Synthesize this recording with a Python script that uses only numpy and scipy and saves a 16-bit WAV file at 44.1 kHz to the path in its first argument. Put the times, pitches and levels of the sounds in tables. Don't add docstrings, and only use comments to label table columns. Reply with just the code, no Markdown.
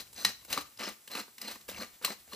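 import sys
import numpy as np
from scipy import signal
from scipy.fft import rfft, irfft, next_fast_len
from scipy.io import wavfile
from scipy.ndimage import uniform_filter1d, map_coordinates

SR = 44100
rng = np.random.default_rng(int(sys.argv[2]) if len(sys.argv) > 2 else 0)


def undo_db(level):
    steps = np.asarray(level, float) / 20
    return 10 ** steps


def transcribe(signal):
    frames = np.atleast_2d(signal).T
    limited = np.clip(frames, -1, 1)
    pcm = np.round(limited * 32767).astype(np.int16)
    wavfile.write(sys.argv[1], SR, pcm)


N = 103635

# start t/s, swell t/s, hold t/s, level/dB
TWISTS = [
    (-.2, 0.094, 0.082, -35.5),
    (0.149, 0.053, 0.1, -45),
    (0.48, 0.056, 0.053, -40.5),
    (.787, 0.022, 0.084, -38.5),
    (1.098, 0.062, 0.041, -37.5),
    (1.399, 0.062, 0.053, -44),
    (1.681, 0.13, 0.023, -41.5),
    (2.023, 0.027, 0.07, -41.5),
    (2.276, 0.057, 0.039, -52),
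]
# brightness level/dB, burr ring level/dB, body level/dB, left over right level/dB, trickle level/dB
TWIST_COLOURS = [
    (-6, 15.5, -13, 2.7, -50),
    (11.5, 8, 0.5, 1, -58),
    (5, 1, 0, 2.5, -55.5),
    (-5, -3, -0.5, 1.5, -58.5),
    (4, -1, -1.5, 0, -61.5),
    (4.5, 4, 3.5, -0.5, -54.5),
    (6, 0.5, 2, 1, -57.5),
    (8, 3.5, -3, 1.5, -58.5),
    (11, -11, 2.5, 0.5, -55),
]
# t/s, peak level/dB, thump level/dB, brightness level/dB, burr ring level/dB
CRACKS = [(0.163, -52, 1, 0.1, 3), (0.18, -36, -19, -12, 12), (0.249, -5.5, -22, -7, 3.8),
          (0.45, -37, -0.5, 11, -14), (0.504, -29, -2, 7, -26), (0.528, -11.5, -46, 1, 4),
          (0.576, -20, 1.5, -7, 6), (0.609, -32.5, -18, -4, 11.5), (0.774, -41, -6, 7, 3),
          (0.793, -24, -32, -14, -24), (0.888, -33, 2, 11.5, 6), (1.077, -33, -7.5, 9, 4.5),
          (1.115, -30.5, -10.5, 9.5, 2.5), (1.151, -21, -5, -15, -12), (1.28, -45, 8.5, -5, -5),
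          (1.382, -28, -18.5, 0.1, -8), (1.416, -28.5, -9, 12.5, 5.5), (1.481, -30.5, 0.5, 4, 12),
          (1.513, -34, -25, 10, 15.5), (1.557, -39.5, 5.5, -14, -23), (1.688, -28, 2.5, 0, -14),
          (1.749, -44, -6, -12, -22), (2.015, -43, 11, 1, -11), (2.048, -12, -54, 8, 5)]
MORE_CRACKS = [
    (0.131, -39, -7, 12.5, -8),
    (1.612, -40, -17, 1, 3.5),
    (1.715, -29.5, -4, 0, -9),
    (1.891, -55, 4, -6, -6),
    (2.103, -32.5, 13.5, -11, -15),
    (2.277, -47.5, 3.5, 9, -4),
    (2.333, -23, -5, -11, -9),
]
# t/s, peak level/dB, pitch f/Hz, T60 t/s
CORN_NOTES = [(.162, -40, 4850, .015), (0.163, -42, 6100, .02), (.181, -38, 4190, 0.018),
              (2.046, -22, 1178, 0.022), (1.153, -26, 2670, 0.011), (0.248, -14, 3960, 0.035),
              (.249, -25, 1918, 0.046), (.258, -37.5, 200.3, 0.11), (0.525, -30, 5800, 0.013),
              (.575, -16, 1160, 0.019), (.579, -38.5, 295, 0.1), (.775, -42.5, 5000, 0.017),
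              (1.151, -29, 1194, 0.029), (1.416, -34, 4970, 0.027), (1.558, -39.5, 1014, 0.022),
              (1.788, -38, 199.6, 0.12), (2.049, -20.5, 4210, 0.02), (2.105, -30, 1310, 0.011)]
# t/s, peak level/dB, pitch f/Hz, T60 t/s
TICKS = [(0.144, -38, 8200, 0.0086), (.2, -36, 4180, .02), (0.228, -33, 1500, .012),
         (.428, -47, 1100, .015), (.486, -46, 3800, 0.015), (.82, -27.5, 2170, 0.0078),
         (0.835, -39, 5300, 0.013), (0.854, -32, 2930, .015), (1.081, -44, 3150, 0.016),
         (1.154, -28.5, 4240, .012), (1.171, -26, 2480, 0.011), (1.207, -38, 1530, 0.01),
         (1.279, -55, 1155, .04), (1.375, -55, 6100, 0.0093), (1.559, -40.5, 1830, 0.013),
         (1.581, -49, 7700, 0.012), (1.69, -39, 1220, 0.0066), (1.697, -32, 3660, 0.011),
         (1.714, -43, 5200, .012), (1.731, -35, 2280, .01), (1.746, -36.5, 2750, 0.02),
         (1.808, -36, 4750, 0.014), (1.811, -33, 1590, 0.016), (1.832, -31, 2240, .01),
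         (2.04, -31, 1520, 0.012), (2.048, -34, 5270, 0.013), (2.079, -25.5, 1030, 0.015),
         (2.113, -40, 605, 0.013), (2.301, -52, 3960, 0.013), (2.323, -30, 1160, 0.016),
         (2.342, -35, 480, .03)]
# t/s, peak level/dB, pitch f/Hz, T60 t/s
JOLTS = [
    (0.249, -45.5, 110, 0.17),
    (0.763, -56, 112, 0.12),
    (1.091, -63, 105, .15),
    (1.42, -68, 75, 0.13),
    (1.719, -51.5, 83, 0.21),
    (2.285, -59, 76, 0.28),
]
# start t/s, length t/s, pitch f/Hz, level/dB
RUBS = [(0.165, 0.13, 6100, -54), (0.177, 0.052, 4140, -53.5), (0.254, 0.047, 1790, -46),
        (0.818, 0.054, 5300, -54), (1.11, 0.11, 4115, -50), (1.457, 0.032, 4200, -47),
        (1.757, 0.082, 6140, -58), (1.758, 0.011, 2320, -49.5), (1.792, .04, 4220, -50),
        (2.055, 0.058, 4160, -55), (2.319, .06, 4170, -50)]
# f/Hz, width f/Hz, level/dB
BODY_MODES = [(212, 60.6, 8), (484, 156, -7), (1190, 16, 5), (1990, 153, -4), (2234, 36, -12),
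              (2830, 280, -2.5)]
# f/Hz, width f/Hz, level/dB
BURR_MODES = [(4070, 71, 7), (4218, 142, 4), (4703, 286, 0), (5380, 150, -2), (6240, 260, -2),
              (8640, 650, -4.5)]
# f/Hz, level/dB
CRUNCH_SPECTRUM = [(60, -34), (200, -8), (500, -3), (2400, -3.5), (3350, -7.5), (5000, -7), (7300, -9.5),
                   (15000, -9)]
# f/Hz, level/dB
TRICKLE_SPECTRUM = [(150, -3), (600, -4), (3000, -0.5), (8000, -5.5), (14000, -1.5)]
# t/s, level/dB
GRIP = [(0, -81), (.29, -71), (.45, -81), (.58, -66), (.85, -102), (1.4, -81), (1.55, -78), (1.75, -72.5),
        (2.3, -79.5)]
# f/Hz, T60 t/s
KITCHEN_T60 = [(200, 0.3), (1000, 0.29), (4000, 0.35), (10000, 0.2)]
# f/Hz, level/dB
KITCHEN_SPECTRUM = [(200, -11), (600, -13), (1200, -9), (4000, -11), (7000, -4.5), (8500, -18)]
# f/Hz, level/dB
AIR_SPECTRUM = [(30, -38), (110, -17), (220, -13.5), (1000, -17), (4000, -17), (8500, -12.5),
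                (14500, -11.5)]
# f/Hz, left over right level/dB
PORT_LEAN = [(100, 0.2), (500, -0.4), (2000, 0.5), (5000, 2.5), (7000, 1)]
# f/Hz, left lead/rad
PORT_TURN = [(300, 0.34), (700, 0.88), (1500, 0.66), (2500, 1), (4500, 0.77), (6900, -1.35)]

BITE_DB, RELEASE_DB_PER_S = -14.5, 509
TRICKLE_CLUMP_DB, TRICKLE_DB_PER_S, STILL_S = 7.5, 11, 0.029
GRIT_PER_S, GRIT_SAMPLES, GRIT_CYCLES = 3000, 160, 2.2
GRIT_HZ, GRIT_OCTAVES, GRIT_SPREAD_DB, GRIT_MOST = 4130, 1.492, 4, 1.7
CLUMP_DB, DUST_DB = 1.18, -4
CRACK_RISE_S, CRACK_T60_S, SOFTER_WHEN_SMALL = 0.0013, 0.083, 0.7
SNAP_DB, SNAP_S, AFTER_DB, AFTER_T60_S = 4.5, 0.0031, -10, 0.15
THUMP_LATE_S, THUMP_T60_S = 0.001534, 0.27
NOTE_RISE_CYCLES = 1.62
RUB_WIDTH_HZ, RUB_FLUTTER_DB, RUB_EDGE_S = 210, 4.5, 0.0036
ROOM_SHARED, AIR_DB = 0.1, -57.5
PORTS_IN_STEP_HZ, PORT_COMB_HZ, TOP_HZ, NOTCH_WIDER_RAD = 7900, 3150, 15330, 0.54


def unit(x):
    return x / np.sqrt(np.mean(x ** 2) + 1e-20)


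def along(points, hz):
    f, v = np.transpose(points)
    return np.interp(np.log(hz + 1), np.log(f + 1), v)


def wobble(rate_hz):
    knots = rng.standard_normal(int(N * rate_hz / SR) + 4)
    return map_coordinates(knots, [np.arange(N) * rate_hz / SR])


def filtered(x, response):
    m = next_fast_len(N + SR // 2)
    return irfft(rfft(x, m) * response(np.fft.rfftfreq(m, 1 / SR)), m)[..., :N]


def resonances(modes):
    return lambda f: sum(undo_db(db) * 1j * f * w / (c * c - f * f + 1j * f * w) for c, w, db in modes)


def brighter(x):
    return filtered(x, lambda f: (1j * f / 5000 / (1 + 1j * f / 5000)) ** 2)


def mill():
    grains, on_burr, on_body, trickle, lean_db = grind()
    burst, push, treble, ring = cracks()
    thump = filtered(push, lambda f: 2.4 * np.exp(-2j * np.pi * f * THUMP_LATE_S) / (1 + 1j * f / 1300) ** 2)
    burst = filtered(burst, lambda f: 0.83 * (1j * f / 800 / (1 + 1j * f / 800)) ** 3)
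    hollow = filtered(on_body, lambda f: 0.5 / (1 + 1j * f / 500) ** 2)
    direct = grains + hollow + burst + brighter(treble) + thump
    body = filtered(on_body + 1.42 * burst + thump, resonances(BODY_MODES))
    burr = filtered(on_burr + ring, resonances(BURR_MODES))
    crunch = filtered(direct + body + burr, lambda f: undo_db(along(CRUNCH_SPECTRUM, f) + 3.5))
    return crunch + trickle + notes() + rubs(), lean_db


def grind():
    t = np.arange(N) / SR
    power, fall, colour = np.zeros(N), np.zeros(N), np.zeros((4, N))
    next_starts = [twist[0] for twist in TWISTS[1:]] + [9]
    for (s, swell, hold, db), (*tone, trickle_db), next_s in zip(TWISTS, TWIST_COLOURS, next_starts):
        past = np.maximum(t - s - swell - hold, 0)
        bite_db = BITE_DB * np.clip(1 - (t - s) / swell, 0, 1)
        power += (t > s) * undo_db(db + bite_db - RELEASE_DB_PER_S * past) ** 2
        until_rest = np.clip((next_s - STILL_S - t) / 0.11, 0, 1)
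        fall += (t > s) * undo_db(trickle_db - TRICKLE_DB_PER_S * past) * until_rest
        colour[:, t > s - STILL_S] = np.array(tone)[:, None]
    bright_db, burr_db, body_db, lean_db = colour
    clumps = undo_db(CLUMP_DB * (wobble(59.94) + wobble(150)))
    x = unit((grit() + undo_db(DUST_DB) * rng.standard_normal(N)) * clumps) * np.sqrt(power)
    trickle = unit(filtered(rng.standard_normal(N), lambda f: undo_db(along(TRICKLE_SPECTRUM, f))))
    trickle = trickle * undo_db(TRICKLE_CLUMP_DB * wobble(40.28)) * fall
    grains = x + (undo_db(bright_db) - 1) * brighter(x)
    return grains, x * undo_db(burr_db), x * undo_db(body_db), trickle, uniform_filter1d(lean_db, size=900)


def grit():
    count = round(GRIT_PER_S * N / SR)
    at, size, pitch = rng.random(count), rng.exponential(size=count), rng.standard_normal(count)
    hz = np.clip(GRIT_HZ * 2 ** (GRIT_OCTAVES * pitch), 300, 15000)[:, None]
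    turns = hz * np.arange(GRIT_SAMPLES) / SR
    level = undo_db(GRIT_SPREAD_DB * np.minimum(size, GRIT_MOST))[:, None] * np.sqrt(hz)
    grains = level * np.sin(2 * np.pi * turns) * np.exp(-turns / GRIT_CYCLES * 2)
    where = (at * N).astype(int)[:, None] + np.arange(GRIT_SAMPLES)
    return unit(np.bincount(where.ravel(), grains.ravel(), N)[:N])


def cracks():
    out, t = np.zeros((4, N + SR)), np.arange(SR // 4) / SR
    for s, db, thump_db, bright_db, ring_db in CRACKS + MORE_CRACKS:
        rise = CRACK_RISE_S * undo_db(np.clip(SOFTER_WHEN_SMALL * (-22 - db), 0, 12))
        snap = undo_db(SNAP_DB) * np.exp(-(t / (SNAP_S + rise)) ** 4)
        crumble = undo_db(-60 * t / CRACK_T60_S) + undo_db(AFTER_DB - 60 * t / AFTER_T60_S)
        shape = (1 - np.exp(-(t / rise) ** 2)) * (snap + crumble)
        burst = undo_db(db - 15.5) * shape * rng.standard_normal(len(t))
        push = burst * undo_db(thump_db - 60 * t / THUMP_T60_S)
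        parts = np.array([burst, push, burst * (undo_db(bright_db) - 1), burst * undo_db(ring_db)])
        out[:, round((s - rise) * SR):][:, :len(t)] += parts
    return out[:, :N]


def notes():
    out, t = np.zeros(N + SR), np.arange(SR // 4) / SR
    for s, db, hz, t60 in CORN_NOTES + TICKS + JOLTS:
        pair = np.sin(2 * np.pi * hz * t) + 0.31 * np.sin(2 * np.pi * (1.09 * hz * t + rng.random()))
        rise = 1 - np.exp(-t * hz / NOTE_RISE_CYCLES)
        out[round(s * SR):][:len(t)] += undo_db(db - 60 * t / t60) * rise * pair
    return out[:N]


def rubs():
    t, out = np.arange(N) / SR, np.zeros(N)
    for s, length, hz, db in RUBS:
        band = filtered(rng.standard_normal(N), lambda f: resonances([(hz, RUB_WIDTH_HZ, 0)])(f) ** 2)
        gate = np.clip(np.minimum(t - s, (s + length - t) / 2) / RUB_EDGE_S, 0, 1)
        out += undo_db(db + RUB_FLUTTER_DB * wobble(90)) * gate * unit(band)
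    return out


def handling():
    s, db = np.transpose(GRIP)
    band = lambda f: (f / 52) ** 5 / (1 + (f / 52) ** 5) / (1 + (f / 110) ** 3)
    rumble = unit(filtered(rng.standard_normal(N), band))
    return rumble * undo_db(np.interp(np.arange(N) / SR, s, db) + 4.0 * wobble(9.53))


def kitchen(x):
    out = np.zeros((2, N + SR))
    edges = [0] + [round(twist[0] * SR) for twist in TWISTS[2:]] + [N]
    for a, b in zip(edges, edges[1:]):
        hz, t, z = signal.stft(rng.standard_normal((2, SR // 2)), SR, nperseg=256)
        decay = undo_db(-60 * t / along(KITCHEN_T60, hz)[:, None])
        tail = signal.istft(z * decay, SR, nperseg=256)[1]
        wet = signal.fftconvolve(x[None, a:b], tail / np.linalg.norm(tail[0]), axes=1)
        out[:, a + 200:][:, :wet.shape[1]] += wet
    shared = ROOM_SHARED * out[::-1] + out
    return filtered(shared[:, :N], lambda f: undo_db(along(KITCHEN_SPECTRUM, f) - 2.5))


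def air():
    mid, side = rng.standard_normal((2, N)) * undo_db(0.44 * wobble(4.5))
    side = filtered(side, lambda f: 0.5 / (1 + (f / 6000) ** 8))
    ports = np.array([mid + side, mid - side])
    return undo_db(AIR_DB) * unit(filtered(ports, lambda f: undo_db(along(AIR_SPECTRUM, f))))


def scene():
    dry, lean_db = mill()
    wet = dry + kitchen(dry)
    lows = filtered(wet, lambda f: 1 / (1 + (f / 6500) ** 8))
    lean = lows * (undo_db([lean_db / 2, -lean_db / 2]) - 1)
    return wet + lean + air() + handling()


def low_pass(x):
    return signal.sosfilt(signal.butter(12, 16490, fs=SR, output="sos"), x)


def record(dry):
    def turn(f):
        lag = -2 * np.pi * (f - PORTS_IN_STEP_HZ) / PORT_COMB_HZ
        return np.where(f > PORTS_IN_STEP_HZ, lag, along(PORT_TURN + [(PORTS_IN_STEP_HZ, 0)], f))

    def half(f):
        widened = NOTCH_WIDER_RAD * np.sin(2 * turn(f)) * (f > PORTS_IN_STEP_HZ)
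        gain = undo_db(along(PORT_LEAN + [(PORTS_IN_STEP_HZ, 0)], f) / 2)
        return gain * np.exp(0.5j * (turn(f) - widened))

    def edge(f):
        return undo_db(-38 * np.clip((f - TOP_HZ) / 150, 0, 1))

    ports = filtered(dry, lambda f: np.array([half(f), 1 / half(f)]) * edge(f))
    return low_pass(ports)


dry = scene()
out = record(dry)
transcribe(out)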